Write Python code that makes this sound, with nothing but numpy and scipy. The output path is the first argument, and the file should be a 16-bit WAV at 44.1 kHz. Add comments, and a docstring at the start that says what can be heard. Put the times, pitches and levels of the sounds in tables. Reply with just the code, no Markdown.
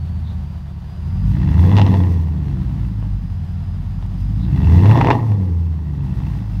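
"""A V8 with an open exhaust idles and is revved twice, heard from just behind the tailpipe on a quiet street.
Even firing makes a deep drone that swells in the pipe's resonances; unequal cylinders make the pipe burble.
With speed and load the pulse fronts steepen into a rasp, and afterfires pop mostly around the two rev peaks.
Under this lie turbulent gas hiss, the rush and ticking of the engine bay, a thin pump whine and two air puffs.
Shaft speed sets the pace of the firings; speed and throttle load set the engine and exhaust levels."""
import sys
import numpy as np
from scipy import signal
from scipy.fft import rfft, irfft, next_fast_len
from scipy.io import wavfile
from scipy.ndimage import uniform_filter1d, minimum_filter1d, map_coordinates

SR = 44100
rng = np.random.default_rng(int(sys.argv[2]) if len(sys.argv) > 2 else 0)


def write(x):
    x = np.atleast_2d(x).T
    wavfile.write(sys.argv[1], SR, np.round(np.clip(x, -1, 1) * 32767).astype(np.int16))

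N = 291060


def amp(db):
    """Logarithmic level: decibels to amplitude gain."""
    return 10 ** (np.asarray(db) / 20)


def unit(x):
    """Power normalisation: scale to rms 1."""
    return x / np.sqrt(np.mean(x ** 2) + 1e-20)


def steady(x, seconds):
    """Short-time power normalisation: scale to a running rms of 1."""
    size = int(seconds * SR)
    power = uniform_filter1d(uniform_filter1d(x ** 2, size), size)
    return x / np.sqrt(np.abs(power) + 1e-12)


def along(points, hz):
    """Logarithmic frequency scale: read (Hz, value) points at the given frequencies."""
    point_hz, values = np.transpose(points)
    return np.interp(np.log(hz + 1), np.log(point_hz + 1), values)


def curves(rows):
    """Linear interpolation in time: one curve for each column after the seconds."""
    s, *columns = np.transpose(rows)
    return [np.interp(np.arange(N) / SR, s, column) for column in columns]


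def wobble(rate):
    """Band-limited random fluctuation: a smooth curve through rate random knots a second."""
    steps = np.linspace(0, N * rate / SR, 4096)
    path = map_coordinates(rng.standard_normal(int(steps[-1]) + 4), [steps])
    return np.interp(np.arange(N) * rate / SR, steps, path)


def swell(s, width):
    """Gaussian envelope: a bell-shaped swell that peaks at 1."""
    return np.exp(-.5 * ((np.arange(N) / SR - s) / width) ** 2)


def filtered(x, response):
    """Linear filtering: multiply the spectrum by a complex response of frequency."""
    size = next_fast_len(N + SR // 2)
    hz = np.fft.rfftfreq(size, 1 / SR)
    return irfft(rfft(x, size) * response(hz), size)[:N]


def noise(colour):
    """Spectral shaping of white noise, scaled to rms 1."""
    return unit(filtered(rng.standard_normal(N), lambda hz: amp(along(colour, hz))))


def ring(x, colour, size=4096):
    """Minimum-phase filtering: a causal response of this colour, whose impulse response peaks at 1."""
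    hz = np.fft.rfftfreq(size, 1 / SR)
    cepstrum = irfft(np.log(amp(along(colour, hz)) + 1e-6))
    # folding the cepstrum onto positive time makes the response causal
    cepstrum[1:size // 2] *= 2
    cepstrum[size // 2 + 1:] = 0
    response = irfft(np.exp(rfft(cepstrum)))
    return signal.fftconvolve(x, response / np.abs(response).max())[:N]


def impulses(at, sizes):
    """Impulsive excitation: single-sample kicks at the given samples."""
    return np.bincount(np.clip(at, 0, N - 1).astype(int), sizes, N)


def bursts(kicks, front_s, tail_db=-9, tail_s=.014):
    """Decaying turbulence: every kick starts a fresh noise spurt, with a weak tail from under the car."""
    t = np.arange(SR // 10) / SR
    shape = np.exp(-2 * t / front_s) + amp(tail_db) ** 2 * np.exp(-2 * t / tail_s)
    power = signal.fftconvolve(kicks ** 2, shape / shape.sum())[:N]
    return np.sqrt(np.abs(power)) * rng.standard_normal(N)


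# Shaft speed as firing rate, eight firings to an engine cycle. Each row: time in seconds, rate in Hz.
FIRING_SPEED = [(0, 41.52), (.45, 38.57), (.95, 37.2), (1.22, 45.3), (1.38, 62.05), (1.6, 83.23),
                (1.76, 102.2), (2.02, 90.7), (2.4, 74.27), (2.75, 59.1), (3.42, 41.98), (4.21, 47.16),
                (4.5, 61.53), (4.79, 88.8), (4.91, 110.4), (4.99, 121.8), (5.17, 121), (5.51, 84.74),
                (5.68, 82.52), (6.1, 66.07), (6.6, 49.89)]


def firing_rate():
    """Periodicity: the shaft speed fixes the number of firings a second."""
    return curves(FIRING_SPEED)[0]


def firings(cycles):
    """Valve timing: the samples at which an exhaust valve opens, one per whole cycle."""
    return np.flatnonzero(np.diff(np.floor(cycles)))


def throb(cycles, depth):
    """Amplitude modulation: a gain that peaks just after every firing."""
    return unit(np.exp(depth * np.cos(2 * np.pi * cycles - 1)))


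# Throttle moves: two blips, smaller openings that catch the falling revs, and easings below idle.
# Each row: start in seconds, rise in seconds, end of hold in seconds, fall in seconds,
# load (0 idle to 1 full).
THROTTLE_MOVES = [(0.399, 0.21, 0.98, 0.044, -0.34), (1.021, 0.33, 1.905, 0.35, 0.94),
                  (2.08, 0.53, 2.847, 0.1, 0.46), (4.22, 0.37, 5.062, .18, 0.92),
                  (5.4, .15, 6.47, 0.11, -0.36), (5.83, 0.34, 6.354, 0.14, 0.71)]


def load(lag_s):
    """Superposition of throttle moves: each ramps in, holds and ramps out."""
    t = np.arange(N) / SR - lag_s
    total = 0
    for start, rise, end, fall, depth in THROTTLE_MOVES:
        opening = np.minimum((t - start) / rise, 1 - (t - end) / fall)
        total = total + depth * np.clip(opening, 0, 1)
    return total


IDLE_HZ = 40  # reference firing rate of every level law


def level(law, lag_s=0):
    """Power law of speed: a layer's dB is linear in octaves of speed and in load."""
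    idle_db, octave_db, load_db = law
    octaves = np.log2(firing_rate() / IDLE_HZ)
    return idle_db + octave_db * octaves + load_db * load(lag_s)


# How strongly the exhaust carries a steady tone. Each row: frequency in Hz, gain in dB.
PIPE_BOOM = [(40, -43.5), (44, -28), (49, -21), (58, -29), (68, -29), (75, -23.5), (83, -15.5), (94, -20),
             (105, -13.5), (122, -26.5), (142, -13.5), (165, -21.5), (192, -13.5), (205, -19.5),
             (240, -24.5)]


def boom(multiple, law, build_s=0.02):
    """Resonance: dB of a multiple of the firing rate as it sweeps through the exhaust's modes."""
    response_db = along(PIPE_BOOM, multiple * firing_rate())
    return uniform_filter1d(response_db, int(build_s * SR)) + level(law)


# Level of the firing tone over the boom: dB at idle, dB per octave of speed, dB added at full load.
FIRING_TONE_LAW = (0, 0, 8.37)
# Level of its octave over the boom, in the same columns and units.
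FIRING_OCTAVE_LAW = (-7, -4.5, 7.6)


def drone(cycles, waver_db=-0.7):
    """Harmonic series: the even part of the pulse train, as the firing tone and its octave."""
    first_db = boom(0.99, FIRING_TONE_LAW) + waver_db * wobble(22)
    second_db = boom(2.038, FIRING_OCTAVE_LAW) + waver_db * wobble(24)
    first = amp(first_db) * np.sin(2 * np.pi * cycles)
    second = amp(second_db) * np.sin(4 * np.pi * cycles)
    return np.sqrt(2) * (first + second)


# Unequal cylinders: the relative dB of each multiple of the cycle rate, repeating every eight.
CYLINDER_PATTERN = [4, -7, 4.5, 8, -9, -6, 8, 3.5]
# Standing waves of the whole exhaust. Each row: frequency in Hz, width in Hz, relative level in dB.
PIPE_MODES = [(51.75, 3.93, 3.5), (84.6, 12.8, 1), (104.7, 14.9, 3), (144.3, 6.9, 4), (157.8, 13.1, -4.5),
              (183.7, 10.06, 1), (234.3, 5.74, -8), (268.5, 21.5, -15), (307.5, 30, -22), (337.6, 3.9, -14),
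              (415.7, 11, -22), (439, 29, -30), (503.7, 26, -25)]
# Burble level: dB at idle, dB per octave of speed, dB added at full load.
BURBLE_LEVEL = (-26, -0.42, 11.24)


def muffler(f):
    """Modal superposition: standing waves of alternating sign between about 40 and 580 Hz."""
    pipe = 0
    for k, (centre, width, db) in enumerate(PIPE_MODES):
        damping = 1j * f * width
        pipe = pipe + (-1) ** k * amp(db) * damping / (centre * centre - f * f + damping)
    return pipe / np.sqrt((1 + (40 / (f + 1)) ** 10) * (1 + (f / 580) ** 10))


def burble(cycles, unsteady_db=1.54, scatter=0.2, open_db=10, count=48):
    """Subharmonics: unequal cylinders ring the pipe, whose upper modes open up with the revs."""
    lines = np.zeros(N)
    for order in range(3, count):
        if order not in (8, 16):  # the drone holds the firing tone and its octave
            gain = amp(CYLINDER_PATTERN[order % len(CYLINDER_PATTERN)] + unsteady_db * wobble(11))
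            turns = order * cycles / len(CYLINDER_PATTERN) + rng.random()
            lines += gain * np.sin(2 * np.pi * turns)
    # unsteady combustion: no two explosions are equally strong
    at = firings(cycles)
    uneven = impulses(at, rng.standard_normal(len(at)))
    gas = unit(filtered(lines, muffler)) + scatter * unit(filtered(uneven, muffler))
    upper = filtered(gas, lambda f: 1 - 1 / (1 + (f / 240) ** 10))
    opening = amp(open_db * np.log2(firing_rate() / 55))
    gas = gas + upper * (opening - 1)
    return amp(level(BURBLE_LEVEL)) * steady(gas, 0.067)


# Ringing of the short tailpipe. Each row: frequency in Hz, relative level in dB, t60 in seconds.
TAILPIPE_MODES = [(1060, 12, 0.0039), (1590, -3, 0.01), (1934, -2.5, 0.0077), (2660, -5, 0.031),
                  (3424, -8, 0.031), (4550, -10, 0.0022), (5580, -13.5, 0.0069)]


def clang(at, sizes, scatter_db=4, attack_s=0.00014):
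    """Modal excitation: every shock rings the tailpipe's modes at new strengths."""
    t = np.arange(SR // 25) / SR
    out = np.zeros(N)
    for hz, db, t60 in TAILPIPE_MODES:
        envelope = amp(db - 60 * t / t60) * (1 - np.exp(-t / attack_s))
        mode = np.sin(2 * np.pi * hz * t) * envelope
        kicks = impulses(at, sizes * amp(scatter_db * rng.standard_normal(len(at))))
        out += signal.fftconvolve(kicks, mode)[:N]
    return out


# Colours of the tailpipe's low bark and sharp crack.
# Each row: frequency in Hz, relative level in dB per Hz.
BARK_COLOUR = [(120, -27), (330, 2), (480, -2), (600, -4.5), (680, 1.5), (740, -5), (850, 5.5), (915, 3),
               (980, 3), (1200, -8), (1420, -34), (1880, -10), (2300, -30), (6000, -67)]
CRACK_COLOUR = [(900, -27.5), (1400, -17.5), (1900, 14), (2300, -2), (2750, -1.5), (3080, -4),
                (3450, -10.5), (4100, -4), (5700, -20), (7500, -33), (15000, -50)]
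# Levels of bark, crack and low-rev chuffing: dB at idle, dB per octave of speed, dB added at full load.
BARK_LEVEL = (-78.5, 26.4, 14)
CRACK_LEVEL = (-75.5, 13.3, 21.9)
SPUTTER_LEVEL = (-60.5, 0.59, 2.4)
BARK_LAG_S = 0.045  # the bark builds and dies a little behind the throttle
SPUTTER_LAG_S = .15  # the chuffing lingers longer


def rasp(cycles, scatter_db=2.5, jitter_s=.0002, clean=0.12, spurt_db=-3, sputter_crack_db=-8):
    """Nonlinear steepening: each pulse front becomes a small shock with turbulence behind it."""
    at = firings(cycles)
    size, delay = rng.standard_normal((len(at), 2)).T
    at, sizes = at + jitter_s * SR * delay, amp(scatter_db * size)
    shocks = impulses(at, sizes)
    low_spurts = bursts(shocks, front_s=.004)
    high_spurts = bursts(shocks, front_s=.003)
    bark = ring(clean * shocks + low_spurts, BARK_COLOUR)
    crack = unit(clang(at, sizes)) + amp(spurt_db) * unit(ring(high_spurts, CRACK_COLOUR))
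    # soft chuffing that remains at low revs
    sputter = amp(level(SPUTTER_LEVEL, SPUTTER_LAG_S))
    bark_gain = amp(level(BARK_LEVEL, BARK_LAG_S)) + sputter
    crack_gain = amp(level(CRACK_LEVEL)) + amp(sputter_crack_db) * sputter
    return bark_gain * steady(bark, 0.045) + crack_gain * steady(crack, 0.046)


# Gas leaving the tip. Each row: frequency in Hz, relative level in dB per Hz.
GAS_COLOUR = [(500, -26.5), (900, 4), (1400, 8.5), (1900, 16), (3500, 11), (5500, 11), (7300, 1.5),
              (9300, 3.5), (10300, -5), (11500, 2.5), (15800, -0.5)]
# Hiss level: dB at idle, dB per octave of speed, dB added at full load.
HISS_LEVEL = (-69.5, 5.2, 4.9)
# Brief gusts from the tip as the engine takes up load.
# Each row: time in seconds, rise over the steady hiss in dB, width in seconds.
GAS_GUSTS = [(1.3, 3.5, .025), (4.2, 11.5, 0.025)]
HISS_PER_DRONE = 0.62  # dB of hiss for each dB that the drone swings the gas in the tip


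def hiss(cycles):
    """Modulated jet noise: gas leaves the tip in puffs, harder when the pipe booms."""
    swing_db = boom(0.96, FIRING_TONE_LAW)
    flow_db = level(HISS_LEVEL) + HISS_PER_DRONE * (swing_db - swing_db.mean())
    flow_db = flow_db + sum(db * swell(s, width) for s, db, width in GAS_GUSTS)
    return amp(flow_db) * noise(GAS_COLOUR) * throb(cycles, depth=0.1) * amp(1.5 * wobble(35))


# Rush and clatter of the engine bay. Each row: frequency in Hz, relative level in dB per Hz.
ENGINE_BAY_COLOUR = [(200, 1), (300, 6), (400, -1.5), (550, -6.5), (680, -0.5), (950, -2), (1250, -6.5),
                     (1800, -10), (2300, -14.5), (2850, -13.5), (4300, -17.5), (6000, -24), (7500, -29),
                     (15800, -33)]
# Engine bay level: dB at idle, dB per octave of speed, dB added at full load.
BAY_LEVEL = (-46.5, -3.3, 4.14)


def bay(cycles, tick_db=-8, scatter_db=4):
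    """Broadband and impact noise: belts and fan rush; valves and injectors tick twice a firing."""
    at = firings(2 * cycles)
    kicks = impulses(at, amp(scatter_db * rng.standard_normal(len(at))))
    ticks = unit(ring(kicks, ENGINE_BAY_COLOUR))
    rush = noise(ENGINE_BAY_COLOUR) * throb(cycles, depth=0.028) * amp(0.97 * wobble(25))
    return amp(level(BAY_LEVEL)) * (rush + amp(tick_db) * ticks)


# Echoes of the engine bay between road and floor pan. Each row: delay in seconds, gain.
UNDERBODY_ECHOES = [(.0053, 0.17), (.0087, 0.22), (0.013, 0.22), (.0211, 0.17)]


def under_car(x):
    """Multipath interference: sound from the front arrives under the car with a few close echoes."""
    power = 1 + sum(gain ** 2 for delay, gain in UNDERBODY_ECHOES)

    def paths(hz):
        """Phase delay: the direct path and its delayed copies."""
        echoes = sum(gain * np.exp(-2j * np.pi * hz * delay) for delay, gain in UNDERBODY_ECHOES)
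        return (1 + echoes) / np.sqrt(power)
    return filtered(x, paths)


# Pump whine, running up to its working speed. Each row: time in seconds, mean frequency in Hz,
# mean level in dB.
PUMP_WHINE = [(0, 4490, -60), (.3, 4620, -71), (.52, 4750, -63), (.8, 4700, -73), (.92, 4894, -60.5),
              (1.3, 4910, -61), (2.5, 4945, -80.5), (2.95, 4948, -65.5), (4.3, 4938, -63.5),
              (5.8, 4880, -87.5), (6.6, 4980, -62)]


def whine(octave_db=-17):
    """Frequency modulation: a thin, slightly unsteady pump tone with its octave."""
    hz, db = curves(PUMP_WHINE)
    phase = 2 * np.pi * np.cumsum(hz + 5 * wobble(40)) / SR
    tone = np.sin(phase) + amp(octave_db) * np.sin(2 * phase)
    return amp(db + 1.8 * wobble(14)) * tone


# Short puffs of air at the throttle. Each row: time in seconds, level in dB, width in seconds.
AIR_PUFFS = [(.29, -53, 0.031), (4.43, -53, 0.028)]


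def puffs():
    """Narrow-band turbulence: brief hisses of intake air."""
    gain = sum(amp(db) * swell(s, width) for s, db, width in AIR_PUFFS)
    # frequency in Hz, relative level in dB per Hz
    colour = [(2000, -37), (3100, -6.5), (3800, 10.5), (4400, -4.5), (6000, -32.5)]
    return gain * noise(colour)


# Unburnt fuel popping in the pipe. Each row: time in seconds, then the relative peak levels in dB
# of the low bark, the bang and the high ping.
AFTERFIRES = [(1.768, -21.5, -16.5, -15), (1.777, -23.5, -25.5, -16), (1.785, -8.5, -11.5, -11),
              (1.796, -6.5, -16, -18), (1.816, -20.5, -15, -13.5), (1.865, -19, -28, -17.5),
              (1.941, -12, -28, -26), (2.037, -20.5, -32, -31.5), (3.026, -25, -45, -48),
              (4.026, -31.5, -36, -36.5), (4.858, -16, -16.5, -20.5), (4.913, -20.5, -11, -22),
              (4.956, -9, -17.5, -25), (4.975, -4.5, -16.5, -22), (5.012, -11.5, -2, -16.5),
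              (5.046, -8, -15, -21), (5.071, -6.5, -8, -20), (5.086, 0, -13, -26.5), (5.104, -3, 1.5, -9),
              (5.111, -3.5, 1, -11.5), (5.152, -9.5, -27, -32), (5.319, -21, -27.5, -35.5)]
# Colours of an afterfire's crack and of the tip's high ring.
# Each row: frequency in Hz, relative level in dB per Hz.
BANG_COLOUR = [(700, -4), (1250, 10), (1400, 2), (1850, 1), (2250, -1.5), (2750, -3), (3500, -13.5),
               (4200, -30), (5700, -36.5), (7500, -52), (15000, -68.5)]
PING_COLOUR = [(1500, -34), (2250, -10.5), (2800, 2.5), (3150, -5.5), (3500, -5), (4300, -12), (5700, -17),
               (9000, -41.5)]
# The note that a bang leaves in the tailpipe: frequency in Hz, t60 in seconds, relative level in dB.
BANG_NOTE = (930, 0.033, -5)
POP_DB = -3  # afterfires against the rest of the exhaust


def pops(rough=0.84, spurt=0.45):
    """Shock excitation: each afterfire barks low, bangs the tailpipe and pings, with some turbulence."""
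    s, *sizes_db = np.transpose(AFTERFIRES)
    push, front, edge = (impulses(s * SR, amp(db + POP_DB)) for db in sizes_db)
    hz, t60, db = BANG_NOTE
    t = np.arange(SR // 20) / SR
    decay = amp(db - 60 * t / t60)
    note = signal.fftconvolve(front, decay * np.sin(2 * np.pi * hz * t))[:N]
    bark = ring(push + rough * bursts(push, front_s=0.018), BARK_COLOUR)
    bang = ring(front + spurt * bursts(front, front_s=0.0025), BANG_COLOUR)
    ping = ring(edge + bursts(edge, front_s=0.002), PING_COLOUR)
    return bark + bang + note + ping


# Decay of the street's reverberation. Each row: frequency in Hz, t60 in seconds.
STREET_DECAY = [(100, 0.14), (1000, 0.098), (4000, 0.11), (12000, 0.33)]


def surroundings(x, wet_db=-18):
    """Reverberation: the houses give a faint answer, a decaying noise tail."""
    hz, t, spectrum = signal.stft(rng.standard_normal(SR // 2), SR, nperseg=256)
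    decay = amp(-60 * t / along(STREET_DECAY, hz)[:, None])
    tail = signal.istft(spectrum * decay, SR, nperseg=256)[1]
    return x + amp(wet_db) * signal.fftconvolve(x, tail / np.linalg.norm(tail))[:N]


# The microphone moves nearer to the tailpipe and into its beam. Each row: time in seconds,
# gain in dB for the low notes, gain in dB for rasp, pops and hiss.
APPROACH = [(3.7, -0.24, -0.33), (4.7, 1.2, 1.4), (5.5, 2.2, -0.5), (6.4, 0.6, 6.5)]


def scene():
    """Superposition: one shaft speed and one throttle drive the engine; distance and beam set its gains."""
    cycles = np.cumsum(firing_rate()) / SR  # firing cycles so far
    low_db, beam_db = curves(APPROACH)
    low_notes = drone(cycles) + burble(cycles)
    beamed = surroundings(rasp(cycles) + pops()) + hiss(cycles)
    exhaust = amp(low_db) * low_notes + amp(beam_db) * beamed
    return (exhaust + under_car(bay(cycles)) + whine() + puffs())[None]


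TOP_HZ = 15750  # band limit


def record(dry, ceiling=0.94, hold_s=0.0017):
    """Peak limiting and band limiting: a fast gain holds down the peaks, then the top is cut."""
    size = 2 * int(hold_s * SR / 2) + 1
    needed = np.minimum(1, ceiling / (np.abs(dry[0]) + 1e-9))
    gain = uniform_filter1d(minimum_filter1d(needed, size), size)
    return filtered(dry[0] * gain, lambda hz: hz < TOP_HZ)[None]


dry = scene()
out = record(dry)
write(out)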